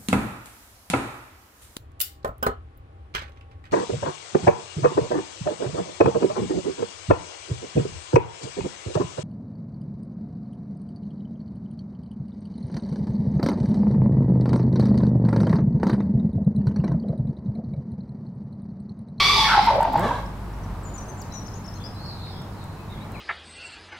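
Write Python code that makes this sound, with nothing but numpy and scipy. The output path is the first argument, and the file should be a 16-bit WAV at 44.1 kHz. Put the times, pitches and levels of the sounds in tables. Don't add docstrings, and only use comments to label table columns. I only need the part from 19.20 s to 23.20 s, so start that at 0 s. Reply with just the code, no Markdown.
import sys
import numpy as np
from scipy import signal
from scipy.fft import rfft, irfft, next_fast_len
from scipy.io import wavfile
from scipy.ndimage import uniform_filter1d, map_coordinates

SR = 44100
rng = np.random.default_rng(int(sys.argv[2]) if len(sys.argv) > 2 else 0)


def makeup_ratio(level_db):
    decades = np.asarray(level_db, float) / 20
    return 10 ** decades


def dump_mix(stems):
    frames = np.atleast_2d(stems).T
    limited = np.clip(frames, -1, 1)
    pcm = np.round(limited * 32767).astype(np.int16)
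    wavfile.write(sys.argv[1], SR, pcm)


N = 176400
T = np.arange(N) / SR


def unit(x):
    return x / np.sqrt(np.mean(x ** 2) + 1e-20)


def along(points, hz):
    point_hz, value = np.transpose(points)
    return np.interp(np.log(hz + 1), np.log(point_hz + 1), value)


def curves(rows):
    time_s, *columns = np.transpose(rows)
    return [np.interp(T, time_s, column) for column in columns]


def wobble(rate_hz):
    return map_coordinates(rng.standard_normal(2000), [T * min(rate_hz, 490)])


def filtered(x, response):
    size = next_fast_len(N + SR // 2)
    hz = np.fft.rfftfreq(size, 1 / SR)
    return irfft(rfft(x, size) * response(hz), size)[..., :N]


def gate(start_s, length_s, attack_s, release_s):
    rise = (T - start_s) / attack_s
    fall = (start_s + length_s - T) / release_s
    return np.clip(np.minimum(rise, fall), 0, 1)


def panned(x, left_over_right_db):
    return x * makeup_ratio([[left_over_right_db / 2], [-left_over_right_db / 2]])


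def voice(hz, rough, throat, jitter, shimmer_db, first, count):
    waver = 0.5 * wobble(40.17) + wobble(300)
    phase = 2 * np.pi * np.cumsum(hz * (1 + jitter * rough * waver)) / SR
    tone = np.zeros(N)
    for k in range(first, count):
        level_db = along(throat, k * hz) + shimmer_db * rough * wobble(120)
        tone += makeup_ratio(level_db) * np.cos(k * phase + 2 * np.pi * rng.random())

    def throat_band(f):
        return makeup_ratio(along(throat, f)) * (f > throat[0][0]) * (f < throat[-1][0])

    breath = filtered(rng.standard_normal(N) * (1 + np.cos(phase)), throat_band)
    breath_share = np.clip(rough, 0, 1) ** 2
    return np.sqrt(1 - breath_share) * tone + np.sqrt(breath_share) * unit(breath)


def call(rows, rough, throat, jitter, shimmer_db, count):
    hz, effort_db = curves(rows)[:2]
    on = (T >= rows[0][0]) & (T < rows[-1][0])
    return on * makeup_ratio(effort_db) * voice(hz, rough, throat, jitter, shimmer_db, 1, count)


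# start_s, pitch_hz, effort_db, roughness_0_1
SCREAM = [(0, 1143, -16.5, 0.48), (.08, 1146, -17.5, 0.29), (.19, 1168, -18.5, 0.39),
          (.25, 1092, -20.5, 0.34), (.3, 1115, -23, 0.41), (.345, 972.5, -30.5, 0.77),
          (.49, 1047, -35.5, 0.8), (.6, 938, -55, 0.83), (.8, 961, -48, 1.01)]
# start_s, pitch_hz
SECOND_FOLD = [(0, 1070), (.04, 1105), (.08, 1205), (.13, 1215), (.17, 1244), (.21, 1257), (.25, 1197),
               (.29, 1210), (.34, 1005)]
# freq_hz, level_db
SCREAM_THROAT = [(700, -14), (1150, -4), (1600, -22.5), (2150, -6), (2900, -12), (3500, -8), (4900, -10.5),
                 (6400, -28.5)]
SCREAM_JITTER = 0.032
SECOND_FOLD_DB, BREATH_DB = -0.5, -24
BREATH_TOP_HZ, BREATH_SLOPE_DB_PER_OCT = 15000, -10


def scream():
    effort_db, rough = curves(SCREAM)[1:]

    def hiss_band(f):
        slope_db = BREATH_SLOPE_DB_PER_OCT * np.log2(f / 6000 + 0.0091)
        return (f > 5500) * (f < BREATH_TOP_HZ) * makeup_ratio(slope_db)

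    hiss = unit(filtered(rng.standard_normal(N), hiss_band))
    hiss = makeup_ratio(BREATH_DB + 2.4 * wobble(31)) * hiss
    second = voice(curves(SECOND_FOLD)[0], rough, SCREAM_THROAT, SCREAM_JITTER, 5.6, 3, count=6)
    extra = makeup_ratio(SECOND_FOLD_DB) * second + hiss
    on = T < SCREAM[-1][0]
    return call(SCREAM, rough, SCREAM_THROAT, SCREAM_JITTER, 9.3, count=6) + on * makeup_ratio(effort_db) * extra


# pitch_multiple, level_db
HOOT_THROAT = [(.4, -15), (.62, -22.5), (1, 3), (1.4, -12), (8, -43.5)]
HOOT_JITTER, HOOT_ATTACK_S, HOOT_RELEASE_S = 0.09, 0.012, 0.007


def short_calls(rows, rough, shimmer_db):
    out = np.zeros(N)
    for start_s, length_s, from_hz, to_hz, level_db in rows:
        hz = np.interp(T, [start_s, start_s + length_s], [from_hz, to_hz])
        mouth = [(multiple * from_hz, gain_db) for multiple, gain_db in HOOT_THROAT]
        sound = voice(hz, rough, mouth, HOOT_JITTER, shimmer_db, 1, count=2)
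        out += makeup_ratio(level_db) * gate(start_s, length_s, HOOT_ATTACK_S, HOOT_RELEASE_S) * sound
    return out


# start_s, length_s,
# from_hz, to_hz, level_db
HOOTS = [(-.01, .09, 2110, 2290, -35), (0.153, 0.22, 880, 897, -23.5), (0.338, 0.028, 890, 843, -14),
         (0.364, .039, 880, 786.6, -9.5), (0.414, 0.045, 850, 880, -26), (0.465, 0.034, 900, 906, -14),
         (.493, 0.024, 890, 867, -14.5), (.24, 0.049, 1920, 1680, -26.5), (.54, 0.028, 820, 800, -19.5),
         (0.594, 0.021, 870, 910, -17), (.615, 0.025, 910, 903, -16), (.641, 0.021, 890, 871, -15),
         (.663, 0.028, 870, 855, -28), (0.733, 0.019, 850, 800, -16), (.749, 0.02, 800, 902, -11.5),
         (.905, 0.019, 966, 947, -17.5), (0.973, 0.066, 850, 921, -39)]
BARKS = [
    (.275, 0.081, 1380, 1535, -20),
    (.325, 0.037, 1314, 1225, -24.5),
    (.49, 0.1104, 610, 560, -22.5),
    (.49, 0.029, 4180, 3800, -41),
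    (.61, 0.084, 700, 650, -25),
    (.765, 0.049, 851.5, 885, -28.5),
    (.835, 0.031, 750, 833, -23.5),
    (.865, 0.049, 810, 892, -27.5),
]
THUMPS = [
    (-.01, 0.197, 400.4, 368, -41),
    (.4, 0.064, 199.4, 182, -36.5),
    (.68, 0.093, 260, 229, -37),
]


def answers():
    return short_calls(HOOTS, 0.4, 1.5) + short_calls(BARKS, 0.68, 6.1) + short_calls(THUMPS, 1, 3)


# start_s, pitch_hz, effort_db
WHOOP = [(.765, 149.6, -35.5), (.79, 160.3, -28), (.855, 226.8, -26.5), (.92, 294.6, -35.5),
         (.94, 293, -42)]
YELP = [(.78, 478, -30), (.805, 522.4, -29.5), (.845, 563.8, -24), (.89, 556, -26), (.915, 497, -33),
        (.955, 566, -30), (1.0, 557, -34), (1.05, 516, -60)]
# freq_hz, level_db
WHOOP_THROAT = [(100, 24), (170, -1.5), (800, -3), (2500, -41)]
YELP_THROAT = [(450, -10.5), (1100, -3.5), (1700, -9.5), (2600, -26), (3700, -21.5), (15000, -42.5)]


def whoop_and_yelp():
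    yelp = call(YELP, 0.36, YELP_THROAT, 0.07, 10.0, count=8)
    return yelp + call(WHOOP, 0.35, WHOOP_THROAT, 0.03, 10.5, count=7)


def whistles(rows, edge_s, flutter_db, waver):
    out = np.zeros(N)
    flutter = makeup_ratio(flutter_db * wobble(150))
    bend = 1 + waver * wobble(90)
    for start_s, length_s, from_hz, to_hz, level_db in rows:
        hz = np.interp(T, [start_s, start_s + length_s], [from_hz, to_hz]) * bend
        phase = 2 * np.pi * np.cumsum(hz) / SR
        out += makeup_ratio(level_db) * gate(start_s, length_s, edge_s, edge_s) * np.sin(phase)
    return out * flutter


# start_s, length_s, from_hz, to_hz, level_db
SONG = [(1.65, 0.047, 7030, 6800, -48.5), (1.738, 0.018, 6900, 7060, -42.5),
        (1.752, 0.018, 7200, 6470, -43), (1.778, 0.02, 6030, 5930, -41.5),
        (1.882, 0.031, 6310, 6110, -45.5), (1.976, 0.022, 7100, 7750, -52), (1.994, 0.018, 7100, 6400, -47),
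        (2.011, 0.018, 6460, 4300, -44), (2.12, .016, 5000, 6850, -46), (2.136, 0.028, 6950, 7030, -48),
        (2.135, 0.064, 6010, 5740, -41), (2.262, .016, 4540, 7400, -44.5),
        (2.279, 0.013, 5580, 4930, -41.5), (2.337, 0.012, 5400, 6650, -45.5),
        (2.349, 0.04, 6650, 6700, -50.5), (2.44, 0.022, 5270, 5500, -49), (2.475, 0.019, 5480, 5120, -41.5),
        (2.536, .01, 4970, 6300, -43),
    (2.546, 0.033, 6360, 6500, -52.5),
    (2.637, 0.034, 4875, 5040, -40.5),
    (2.663, 0.016, 5500, 5100, -43),
    (2.852, 0.024, 5130, 5420, -53),
    (1.056, 0.013, 4900, 5750, -50),
    (3.808, 0.03, 3800, 3840, -50.5),
    (3.942, 0.032, 2780, 2050, -46.5),
        (1.335, .014, 5700, 5550, -57), (1.432, 0.021, 6150, 5500, -56),
                (1.632, 0.024, 7750, 7500, -53), (1.766, .012, 6600, 7900, -49),
                (1.776, .02, 8400, 8450, -56), (1.854, .01, 4530, 6100, -57),
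                (1.864, .012, 6200, 6250, -57), (1.88, .026, 8800, 8300, -58),
                (2.458, 0.013, 4800, 7000, -46.5), (2.648, 0.016, 5550, 5580, -50),
                (2.556, 0.03, 4250, 4140, -52.5), (3.826, 0.019, 3950, 4150, -54),
                (3.715, 0.023, 3970, 3960, -56), (3.972, .028, 2510, 2120, -47)]


def near_bird():
    return panned(whistles(SONG, 0.003, 1.5, 0.00436), 6.5)


# start_s, length_s, from_hz, to_hz, level_db
FAR_SONG = [(2.095, 0.035, 4000, 4060, -57.5), (2.735, 0.084, 4080, 4400, -57),
            (2.8, 0.081, 4270, 4690, -57.5), (2.86, 0.061, 4230, 3920, -55), (2.93, 0.15, 4150, 4360, -60),
            (2.94, 0.059, 3860, 3550, -62), (2.99, 0.1, 3915, 3740, -61.5), (3.11, 0.077, 3260, 3480, -62),
            (2.58, 0.064, 3230, 3530, -60.5), (3.02, 0.17, 5020, 5050, -66.5), (3.3, .05, 5100, 5050, -72),
            (3.36, .04, 4290, 4070, -64), (3.42, 0.18, 4170, 4030, -73), (3.38, 0.047, 3900, 3750, -68),
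            (3.545, 0.047, 2680, 2530, -64.5), (2.67, 0.24, 4970, 4950, -67),
            (3.68, 0.037, 3960, 3600, -58.5), (3.71, 0.074, 3580, 3330, -65.5), (3.7, .05, 2200, 2080, -61),
            (3.77, 0.087, 2285, 2230, -65), (3.92, 0.067, 4190, 4080, -63)]


def far_birds():
    return whistles(FAR_SONG, 0.0088, 5.2, 0.028)


def ring(modes):
    def response(f):
        total = 0
        for k, (center_hz, width_hz, level_db) in enumerate(modes):
            damping = 1j * f * width_hz
            total = total + (-1) ** k * makeup_ratio(level_db) * damping / (center_hz ** 2 - f * f + damping)
        return total
    return response


# start_s, peak_db
SHUTTER = [(0.4454, -36), (0.462, -35), (.558, -41), (0.5678, -45), (0.612, -38), (0.63, -32), (.7255, -42),
           (0.7326, -35), (0.7761, -39), (0.7953, -30), (.808, -40), (2.018, -38), (3.2191, -43),
           (3.4406, -43), (3.919, -41)]
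# freq_hz, width_hz, level_db
SHUTTER_MODES = [
    (7500, 900, 7),
    (13900, 2800, 2.5),
]
BURST_END_S, BURST_PAN_DB, LATE_PAN_DB = 1, -3, 3
SNAP_T60_S, RATTLE_T60_S, RATTLE_DB = 0.004, 0.045, -13
KNOCK_S, KNOCK_DB, KNOCK_HZ, KNOCK_WIDTH_HZ = 3.071, -12, 2200, 800


def ticks():
    out = np.zeros((2, N + SR // 20))
    t = np.arange(SR // 20) / SR
    for start_s, peak_db in SHUTTER:
        snap = makeup_ratio(peak_db - 60 * t / SNAP_T60_S)
        rattle = makeup_ratio(peak_db + RATTLE_DB - 60 * t / RATTLE_T60_S)
        pan_db = BURST_PAN_DB if start_s < BURST_END_S else LATE_PAN_DB
        first = round(start_s * SR)
        out[:, first:first + len(t)] += panned((snap + rattle) * rng.standard_normal(len(t)), pan_db)
    knock = np.zeros(N)
    knock[round(KNOCK_S * SR)] = makeup_ratio(KNOCK_DB)
    knock_ring = ring([(KNOCK_HZ, KNOCK_WIDTH_HZ, 0)])
    return filtered(out[:, :N], ring(SHUTTER_MODES)) + filtered(knock, lambda f: knock_ring(f) ** 2)


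# time_s, level_db
MOTOR = [(0, -33), (1.6, -32.5), (2.0, -44.5), (4, -45.5)]
MOTOR_HZ, MOTOR_SECOND_DB, MOTOR_FLUTTER_DB = 49, -40, 1


def motor():
    phase = 2 * np.pi * np.cumsum(MOTOR_HZ * (1 + 0.0289 * wobble(8))) / SR
    first = makeup_ratio(curves(MOTOR)[0] + MOTOR_FLUTTER_DB * wobble(12.34)) * np.sin(phase)
    return first + makeup_ratio(MOTOR_SECOND_DB + 1.2 * wobble(17)) * np.sin(2 * phase)


# freq_hz, correlation_0_1
ALIKE = [(60, 1), (400, 0.092), (2400, 0.39), (12000, 0.89)]


def rush(spectrum, patchy_db):
    z = signal.stft(rng.standard_normal((2, N)), nperseg=512)[2]
    field = uniform_filter1d(rng.standard_normal(z.shape[1:]), 6, 0)
    field = uniform_filter1d(field, 14, 1)
    pair = signal.istft(z * makeup_ratio(patchy_db * unit(field)), nperseg=512)[1][:, :N]

    def mid_side(hz):
        angle = np.arccos(np.clip(along(ALIKE, hz), -1, 1)) / 2
        return makeup_ratio(along(spectrum, hz)) * [np.cos(angle), np.sin(angle)]

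    mid, side = filtered(pair, mid_side)
    return unit(np.array([mid + side, mid - side]))


# time_s, level_db
TRAFFIC = [(0.0, -35.5), (3.38, -39.5), (4.0, -38)]
# freq_hz, density_db
ROAR = [(16, -17.5), (102, -7), (205, -8), (245, -14.5), (520, -20), (950, -18.5), (3000, -42),
        (6600, -100)]
HISS = [(1470, -22), (2500, -8), (4150, -3.5), (5780, -9), (15700, -15)]
HISS_DB = -57.5


def traffic_and_air():
    level_db = curves(TRAFFIC)[0] + 3.0 + 0.29 * wobble(3.61)
    return makeup_ratio(level_db) * rush(ROAR, patchy_db=0.57) + makeup_ratio(HISS_DB) * rush(HISS, patchy_db=0.7)


# freq_hz, t60_s
YARD = [(1000, 0.54), (5000, 0.48), (12000, 0.81)]
# delay_s, level_db, left_over_right_db
WALLS = [
    (.047, -14.5, -4),
]


def yard(x, wet_db):
    x = x * np.ones((2, 1))
    hz, t, z = signal.stft(rng.standard_normal((2, SR)), SR, nperseg=256)
    decay = makeup_ratio(-60 * t / along(YARD, hz)[:, None])
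    tail = signal.istft(z * decay, SR, nperseg=256)[1]
    tail = tail / np.linalg.norm(tail[0])
    slaps = np.zeros((2, N))
    for delay_s, level_db, pan_db in WALLS:
        late = np.pad(x, ((0, 0), (round(delay_s * SR), 0)))[:, :N]
        slaps += panned(makeup_ratio(level_db) * late, pan_db)
    predelayed = np.pad(x, ((0, 0), (600, 0)))
    wet = signal.fftconvolve(predelayed, tail, axes=1)[:, :N]
    return x + slaps + makeup_ratio(wet_db) * wet


def scene():
    apes = yard(scream() + answers() + whoop_and_yelp(), wet_db=-2.5)
    birds = yard(near_bird(), wet_db=-7) + yard(far_birds(), wet_db=10.5)
    return apes + birds + ticks() + motor() + traffic_and_air()


def roll_off(x):
    return signal.sosfilt(signal.butter(12, 15880, fs=SR, output="sos"), x)


# freq_hz, side_gain_db
PORT_WIDTH = [(500, -11.5), (3000, 3), (9000, 6)]
TOP_HZ = 15830


def record(dry):
    mid = (dry[0] + dry[1]) / 2
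    side = filtered((dry[0] - dry[1]) / 2, lambda hz: makeup_ratio(along(PORT_WIDTH, hz)))
    mix = filtered(np.array([mid + side, mid - side]), lambda hz: hz < TOP_HZ)
    return roll_off(mix)


dry = scene()
out = record(dry)
dump_mix(out)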